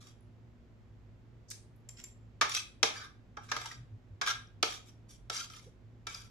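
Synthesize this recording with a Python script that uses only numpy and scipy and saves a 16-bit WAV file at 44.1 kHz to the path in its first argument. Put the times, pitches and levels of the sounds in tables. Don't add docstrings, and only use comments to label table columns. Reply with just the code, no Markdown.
import sys
import numpy as np
from scipy import signal
from scipy.fft import rfft, irfft
from scipy.io import wavfile

SR = 44100
rng = np.random.default_rng(int(sys.argv[2]) if len(sys.argv) > 2 else 0)


def dump(signal):
    limited = np.clip(np.atleast_2d(signal).T, -1, 1)
    pcm = np.round(limited * 32767).astype(np.int16)
    wavfile.write(sys.argv[1], SR, pcm)


N = 277830

# pitch_hz, level_db, t60_s
PLATE_MODES = [(455.3, -7.5, 0.23), (610, -10, 0.026), (712, -5.5, .1), (780, -7, 0.089),
               (934, -15.5, 0.26), (1136, -6.5, 0.17), (1228, 11, 0.054), (1327, 6, 0.099),
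               (1500, -4, 0.19), (1608, 3, 0.11), (1735, -2.5, 0.081), (2088, -6.5, 0.1),
               (2300, -11.5, 0.17), (2340, -14, 0.19), (2437, -6.5, 0.037), (3180, -2.5, 0.071),
               (3320, -5.5, 0.091), (3600, -5.5, 0.07), (3815, -3.5, 0.095), (4544, -10, 0.11),
               (4790, -3, 0.11), (5560, -4.5, 0.047), (5650, 7.5, 0.042), (5690, -9, 0.18),
               (6800, -4, 0.044), (7520, -12, 0.15)]
SPOON_MODES = [(2010, -10, 0.056), (3220, 5, 0.19), (5650, 1, 0.052), (7310, 14, 0.057), (7700, -4, 0.16),
               (10500, -12, 0.059), (12460, -24, 0.034)]
# frequency_hz, level_db
PLATE_COLOUR = [(200, -11), (340, -5), (480, -2.5), (660, -4), (1000, -3.5), (1350, 5.5), (1650, 4),
                (1900, -3), (2350, 3), (2800, -0.5), (3600, 5.5), (4350, 0.5), (5700, 4), (8300, -11),
                (10500, -10.5), (15000, -26)]
SPOON_COLOUR = [(300, -19), (2000, 8.5), (4200, 8.5), (5500, 14), (7300, -3), (8600, -6.5), (11000, -6.5),
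                (15000, -10.5)]
# low_hz, high_hz
TOUCH_BANDS = [(230, 900), (900, 2200), (2200, 7000), (7000, 15000)]
MEDIUM_TOUCH_DB = -41


def gain_of(db):
    return 10 ** (np.asarray(db) / 20)


def unit_rms(x):
    return x / np.sqrt(np.mean(x ** 2) + 1e-20)


def curve_at(points, hz):
    point_hz, value = np.transpose(points)
    return np.interp(np.log(hz + 1), np.log(point_hz + 1), value)


def add(mix, start_s, sound):
    part = mix[:, max(round(start_s * SR), 0):][:, :sound.shape[1]]
    part += sound[:, :part.shape[1]]


def band(x, edges):
    return signal.sosfilt(signal.butter(3, edges, "band", fs=SR, output="sos"), x)


def drift(rate_hz):
    low_pass = np.exp(-(np.fft.rfftfreq(N, 1 / SR) / rate_hz) ** 2)
    return unit_rms(irfft(rfft(rng.standard_normal(N)) * low_pass, N))


def stereo_noise(size, colour, likeness):
    left, other = rfft(rng.standard_normal((2, size)))
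    pair = np.array([left, likeness * left + np.sqrt(1 - likeness ** 2) * other])
    return unit_rms(irfft(pair * gain_of(curve_at(colour, np.fft.rfftfreq(size, 1 / SR))), size))


def background(waver_hz=3.1, throb_db=2.5, noise_db=-59.5):
    # frequency_hz, relative_db
    noise_colour = [(25, -15), (50, -3), (80, -8), (115, -9), (145, -10.5), (250, -16), (500, -23),
                    (1000, -31), (2000, -35), (4000, -43.5), (7600, -50), (8500, -60), (15000, -60.5)]
    # frequency_hz, correlation
    noise_likeness = [(60, 0.4), (180, 0.7), (550, 0.63), (1650, 0.1), (4970, 0.24), (15000, 0.2)]
    # pitch_hz, level_db
    partials = [(54.5, -69), (110, -60.5), (114, -68.5), (241, -72.5), (361, -78.5)]
    noise = stereo_noise(N, noise_colour, curve_at(noise_likeness, np.fft.rfftfreq(N, 1 / SR)))
    hum = 0
    for hz, db in partials:
        throb = gain_of(db + throb_db * drift(5.8))
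        hum += throb * np.sin(2 * np.pi * np.cumsum(hz + waver_hz * drift(4.5)) / SR)
    return (gain_of(noise_db) * noise + np.sqrt(2) * hum) * gain_of([[-.7], [.7]])


def ringing(modes, ring_scale, favoured_hz, favour_db=8, spread_db=2.5, detune=0.005):
    t = np.arange(SR // 3) / SR
    hz, db, t60 = np.transpose(modes)[:, :, None]
    weight, phase, skew, load = rng.standard_normal((4, len(modes), 1))
    favour = np.exp(-(np.log(hz / favoured_hz) / 0.066) ** 2)
    db = db + spread_db * weight + favour_db * favour
    t60 = t60 * ring_scale * 1.1 ** favour
    waves = gain_of(db - 60 * t / t60) * np.exp(2j * np.pi * (hz * (1 + detune * load) * t + phase))
    stereo_rad = 1.6 * skew * np.minimum(hz / 1000, 1)
    return np.array([(waves * np.exp(1j * side * stereo_rad)).imag.sum(0) for side in (.5, -.5)])


def contact(modes, colour, ring_scale, favoured_hz, crack_db, rise_s=0.0013):
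    ring = ringing(modes, ring_scale, favoured_hz)
    t = np.arange(ring.shape[1]) / SR
    noise = stereo_noise(len(t), colour, likeness=0.29)
    crack = 0
    for edges in TOUCH_BANDS:
        t60 = 0.071 * ring_scale * (edges[1] / 4000) ** -.45
        crack += band(noise, edges) * gain_of(-60 * t / t60)
    attack = 1 - np.exp(-t / rise_s)
    return (ring / np.std(ring[:, :SR // 100]) + gain_of(crack_db) * crack) * attack


def treble_db(level_db, bright_db):
    fizz_db = 1.4 * bright_db - 0.23 * (level_db - MEDIUM_TOUCH_DB)
    return level_db + np.array([0, bright_db, fizz_db])


def drags(strokes, modes, colour, mix_db, grit_db, ring_scale, slips_per_s=2500, fade_s=0.011, spots=4):
    out = np.zeros((2, N))
    for start_s, swell_s, ease_s, crest_db, bright_db, favoured_hz in strokes:
        length_s = swell_s + ease_s
        t = np.arange(0, length_s, 1 / SR)
        catches = rng.random(N)[:len(t)] < slips_per_s / SR
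        force = rng.standard_normal(N)[:len(t)]
        pressure = gain_of(1.5 * drift(120)[:len(t)])
        slips = unit_rms(catches * force * pressure)
        slips *= gain_of(np.interp(t, [0, swell_s, length_s], [-6.5, 0, -10]))
        slips *= np.clip(np.minimum(t, length_s - t) / fade_s, 0, 1)
        for spot in np.eye(spots):
            body = contact(modes, colour, ring_scale, favoured_hz, grit_db)
            crossfade = np.sqrt(np.interp(t, np.linspace(0, length_s, spots), spot))
            for edges, db in zip(TOUCH_BANDS[1:], treble_db(crest_db, bright_db) + mix_db):
                part = band(body[:, :SR // 6], edges)
                rasp = signal.fftconvolve((slips * crossfade)[None], part / np.linalg.norm(part), axes=1)
                add(out, start_s, gain_of(db) * rasp)
    return out


def plate_scrapes():
    # start_s, swell_s, ease_s, crest_db, bright_db, favoured_hz
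    strokes = [(0.0, 0.007, 0.12, -61, 3, 1900), (2.497, 0.077, 0.033, -39, 6, 4300),
               (2.931, 0.038, 0.042, -43.5, -0.5, 2710), (2.988, 0.049, 0.039, -43.5, -6, 1540),
               (3.409, 0.037, 0.056, -64.5, 2.5, 1660), (3.478, 0.021, 0.02, -47, -3.5, 2810),
               (3.539, 0.098, 0.12, -49, 0.5, 2120), (4.252, 0.045, .026, -32.5, 3, 1600),
               (4.665, 0.065, 0.056, -48.5, 5.5, 3540), (4.85, .035, 0.027, -65.5, 5.5, 4070),
               (5.081, 0.017, 0.073, -68, 10, 5140), (5.312, 0.063, 0.086, -43.5, 6.5, 4780),
               (5.5, 0.061, 0.044, -52.5, 2, 1340), (5.6, 0.035, 0.066, -69.5, 5, 3500),
               (6.08, 0.036, 0.11, -52, 4, 2380), (6.19, 0.013, 0.082, -60.5, 2.5, 2620)]
    return drags(strokes, PLATE_MODES, PLATE_COLOUR, mix_db=[0, 1, -8], grit_db=5, ring_scale=0.45)


def strikes(hits, modes, colour, mix_db, crack_db, free_ring=1.1, pressed_ring=0.57, knock_db=14):
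    out = np.zeros((2, N))
    for start_s, level_db, bright_db, press, favoured_hz in hits:
        ring_scale = free_ring * (pressed_ring / free_ring) ** press
        force_db = 0.36 * (level_db - MEDIUM_TOUCH_DB)
        touch = contact(modes, colour, ring_scale, favoured_hz, crack_db + force_db)
        bands_db = np.r_[level_db + knock_db * press, treble_db(level_db, bright_db)] + mix_db
        for edges, db in zip(TOUCH_BANDS, bands_db):
            part = band(touch, edges)
            add(out, start_s, gain_of(db) * part / np.std(part[:, :SR // 50]))
    return out


def plate_knocks():
    # start_s, level_db, bright_db, press_0_to_1, favoured_hz
    hits = [(0.069, -65, 5, 0.5, 3340), (2.411, -24, -2, 0.27, 1220), (2.421, -29, -5, 0.46, 1250),
            (2.493, -51, 10.5, 0.2, 1218), (2.539, -52, 4, 0.4, 3588), (2.547, -45, 13, 0.3, 5800),
            (2.829, -26, 5, 1, 4000), (3.369, -42, -11, .7, 1126), (3.515, -31.5, -2, 0.34, 1710),
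            (3.564, -37, -2, 0.64, 1180), (3.613, -48.5, 1.5, 0.56, 2098), (3.657, -46.5, 3.5, 0.23, 1530),
            (3.714, -51.5, 2, 0.32, 2098), (4.213, -31.5, -2, 0.2, 1617), (4.262, -37.5, -2, 0.04, 1570),
            (4.273, -32, -10, 0, 1550), (4.301, -42.5, 1, 0, 1340), (4.627, -28, 3.5, 1, 1292),
            (5.298, -37, 0.5, .85, 1277), (5.364, -52.5, 11, .4, 4700), (5.499, -54.5, 1.5, .4, 1330),
            (6.068, -40.5, 0.5, 0.4, 1383), (6.145, -54, 7.5, 0.5, 4610)]
    return strikes(hits, PLATE_MODES, PLATE_COLOUR, mix_db=[-19.5, -0.5, -2, -12.5], crack_db=4)


def wet_smacks():
    # centre_s, length_s, centre_hz, width_octaves, level_db
    bursts = [(0.209, 0.0054, 10100, 0.11, -68.5), (1.492, 0.026, 5840, 0.36, -58.5),
              (1.504, 0.0063, 7360, 0.77, -42.5), (1.515, 0.03, 6000, 0.6, -42),
              (1.516, 0.022, 1940, 0.63, -52.5), (1.764, 0.011, 11400, .2, -72)]
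    out = np.zeros((2, N))
    for centre_s, length_s, hz, octaves, db in bursts:
        size = round(length_s * SR)
        colour = [(hz * 2 ** (k * octaves), -6 * k * k) for k in range(-3, 4)]
        noise = stereo_noise(SR // 10, colour, likeness=0.077)[:, :size]
        add(out, centre_s - length_s / 2, gain_of(db) * np.hanning(size) * noise)
    return out


def teeth_ticks():
    # start_s, level_db, bright_db, press_0_to_1, favoured_hz
    hits = [(1.8884, -67.5, 0.15, 1.0, 5469), (2.0385, -65, 0, 0.93, 7120)]
    return strikes(hits, SPOON_MODES, SPOON_COLOUR, mix_db=[-25, 1.5, 9, 11.5], crack_db=21)


def spoon_slide():
    # start_s, swell_s, ease_s, crest_db, bright_db, favoured_hz
    strokes = [(1.963, .036, .022, -54, -1, 5469)]
    return drags(strokes, SPOON_MODES, SPOON_COLOUR, mix_db=[-3.5, 6.5, 0], grit_db=18, ring_scale=0.2)


def edge_squeaks(jitter=0.032):
    # centre_s, length_s, pitch_hz, level_db
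    squeaks = [(2.566, 0.02, 5805, -29.5), (2.581, 0.048, 2558, -37), (3.386, .03, 840, -47),
               (3.66, 0.032, 928, -44), (3.715, 0.012, 1920, -42.5), (4.311, 0.042, 1350, -32),
               (4.474, 0.012, 5680, -60), (5.369, 0.013, 5750, -33), (5.378, 0.021, 4780, -39),
               (5.415, 0.029, 1367, -41.5), (6.091, 0.065, 2306, -46.5), (6.148, 0.014, 4910, -38)]
    out, wobble = np.zeros((2, N)), drift(350)
    for centre_s, length_s, hz, db in squeaks:
        size = round(length_s * SR)
        cycles = np.cumsum(hz * (1 + jitter * wobble[round(centre_s * SR):][:size])) / SR
        tone = np.sin(2 * np.pi * (cycles + 0.22 * rng.random((2, 1))))
        add(out, centre_s - length_s / 2, gain_of(db) * np.hanning(size) * tone)
    return out


def table_thuds(roughness=0.14):
    # centre_s, level_db, pitch_hz, length_s
    bumps = [(3.804, -49, 118.8, .14), (3.835, -58, 153.5, 0.042), (3.948, -47, 103.8, 0.11),
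             (4.131, -48, 102.4, 0.096), (4.416, -58, 122, 0.072), (5.675, -58, 408, 0.057),
             (5.68, -61, 159, 0.095)]
    out, wobble = np.zeros((2, N)), drift(41.5)
    for centre_s, db, hz, length_s in bumps:
        size = round(length_s * SR)
        cycles = np.cumsum(hz * (1 + roughness * wobble[round(centre_s * SR):][:size])) / SR
        swell = np.hanning(size) * np.sin(2 * np.pi * (cycles + rng.random()))
        add(out, centre_s - length_s / 2, np.tile(gain_of(db) * np.sqrt(2) * swell, (2, 1)))
    return out


def room(x, gap_s=0.004, build_s=0.011, low_cut_hz=330):
    # frequency_hz, t60_s
    decay = [(150, 0.9), (500, 0.4), (1400, 0.34), (3500, 0.35), (6000, 0.26), (10000, 0.35), (15000, 0.14)]
    hz, t, noise = signal.stft(rng.standard_normal((2, SR)), SR, nperseg=256)
    bass_cut = (hz ** 2 / (hz ** 2 + low_cut_hz ** 2))[:, None]
    fade = gain_of(-60 * t / curve_at(decay, hz)[:, None])
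    tail = signal.istft(noise * bass_cut * fade, SR, nperseg=256)[1]
    tail *= np.clip((np.arange(tail.shape[1]) / SR - gap_s) / build_s, 0, 1)
    return signal.fftconvolve(x, tail / np.linalg.norm(tail[0]), axes=1)[:, :N]


def stereo_image(x):
    # frequency_hz, left_over_right_db
    balance = [(300, -5), (700, 1), (1200, -1), (2200, 0.5), (4500, 0.5), (8000, -0.5), (14000, -4.5)]
    # frequency_hz, left_lead_rad
    lead = [(100, 0.028), (1200, 0.23), (6000, 0.56), (7750, 1.9), (10000, 0), (15000, 2.8)]
    hz = np.fft.rfftfreq(2 * N, 1 / SR)
    left = gain_of(curve_at(balance, hz) / 2) * np.exp(.5j * curve_at(lead, hz))
    return irfft(rfft(x, 2 * N) * np.array([left, 1 / left]))[:, :N]


def scene():
    knocks = plate_knocks()
    scrapes = plate_scrapes() + edge_squeaks()
    mouth = wet_smacks() + teeth_ticks() + spoon_slide()
    echoes = room(gain_of(-7.5) * knocks + gain_of(-10) * scrapes + gain_of(-7) * mouth)
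    return stereo_image(knocks + scrapes + mouth + echoes) + table_thuds() + background()


def record(dry):
    low_pass = signal.firwin(511, 15600, window=("kaiser", 9), fs=SR)
    return signal.oaconvolve(dry, low_pass[None], "same")


dry = scene()
out = record(dry)
dump(out)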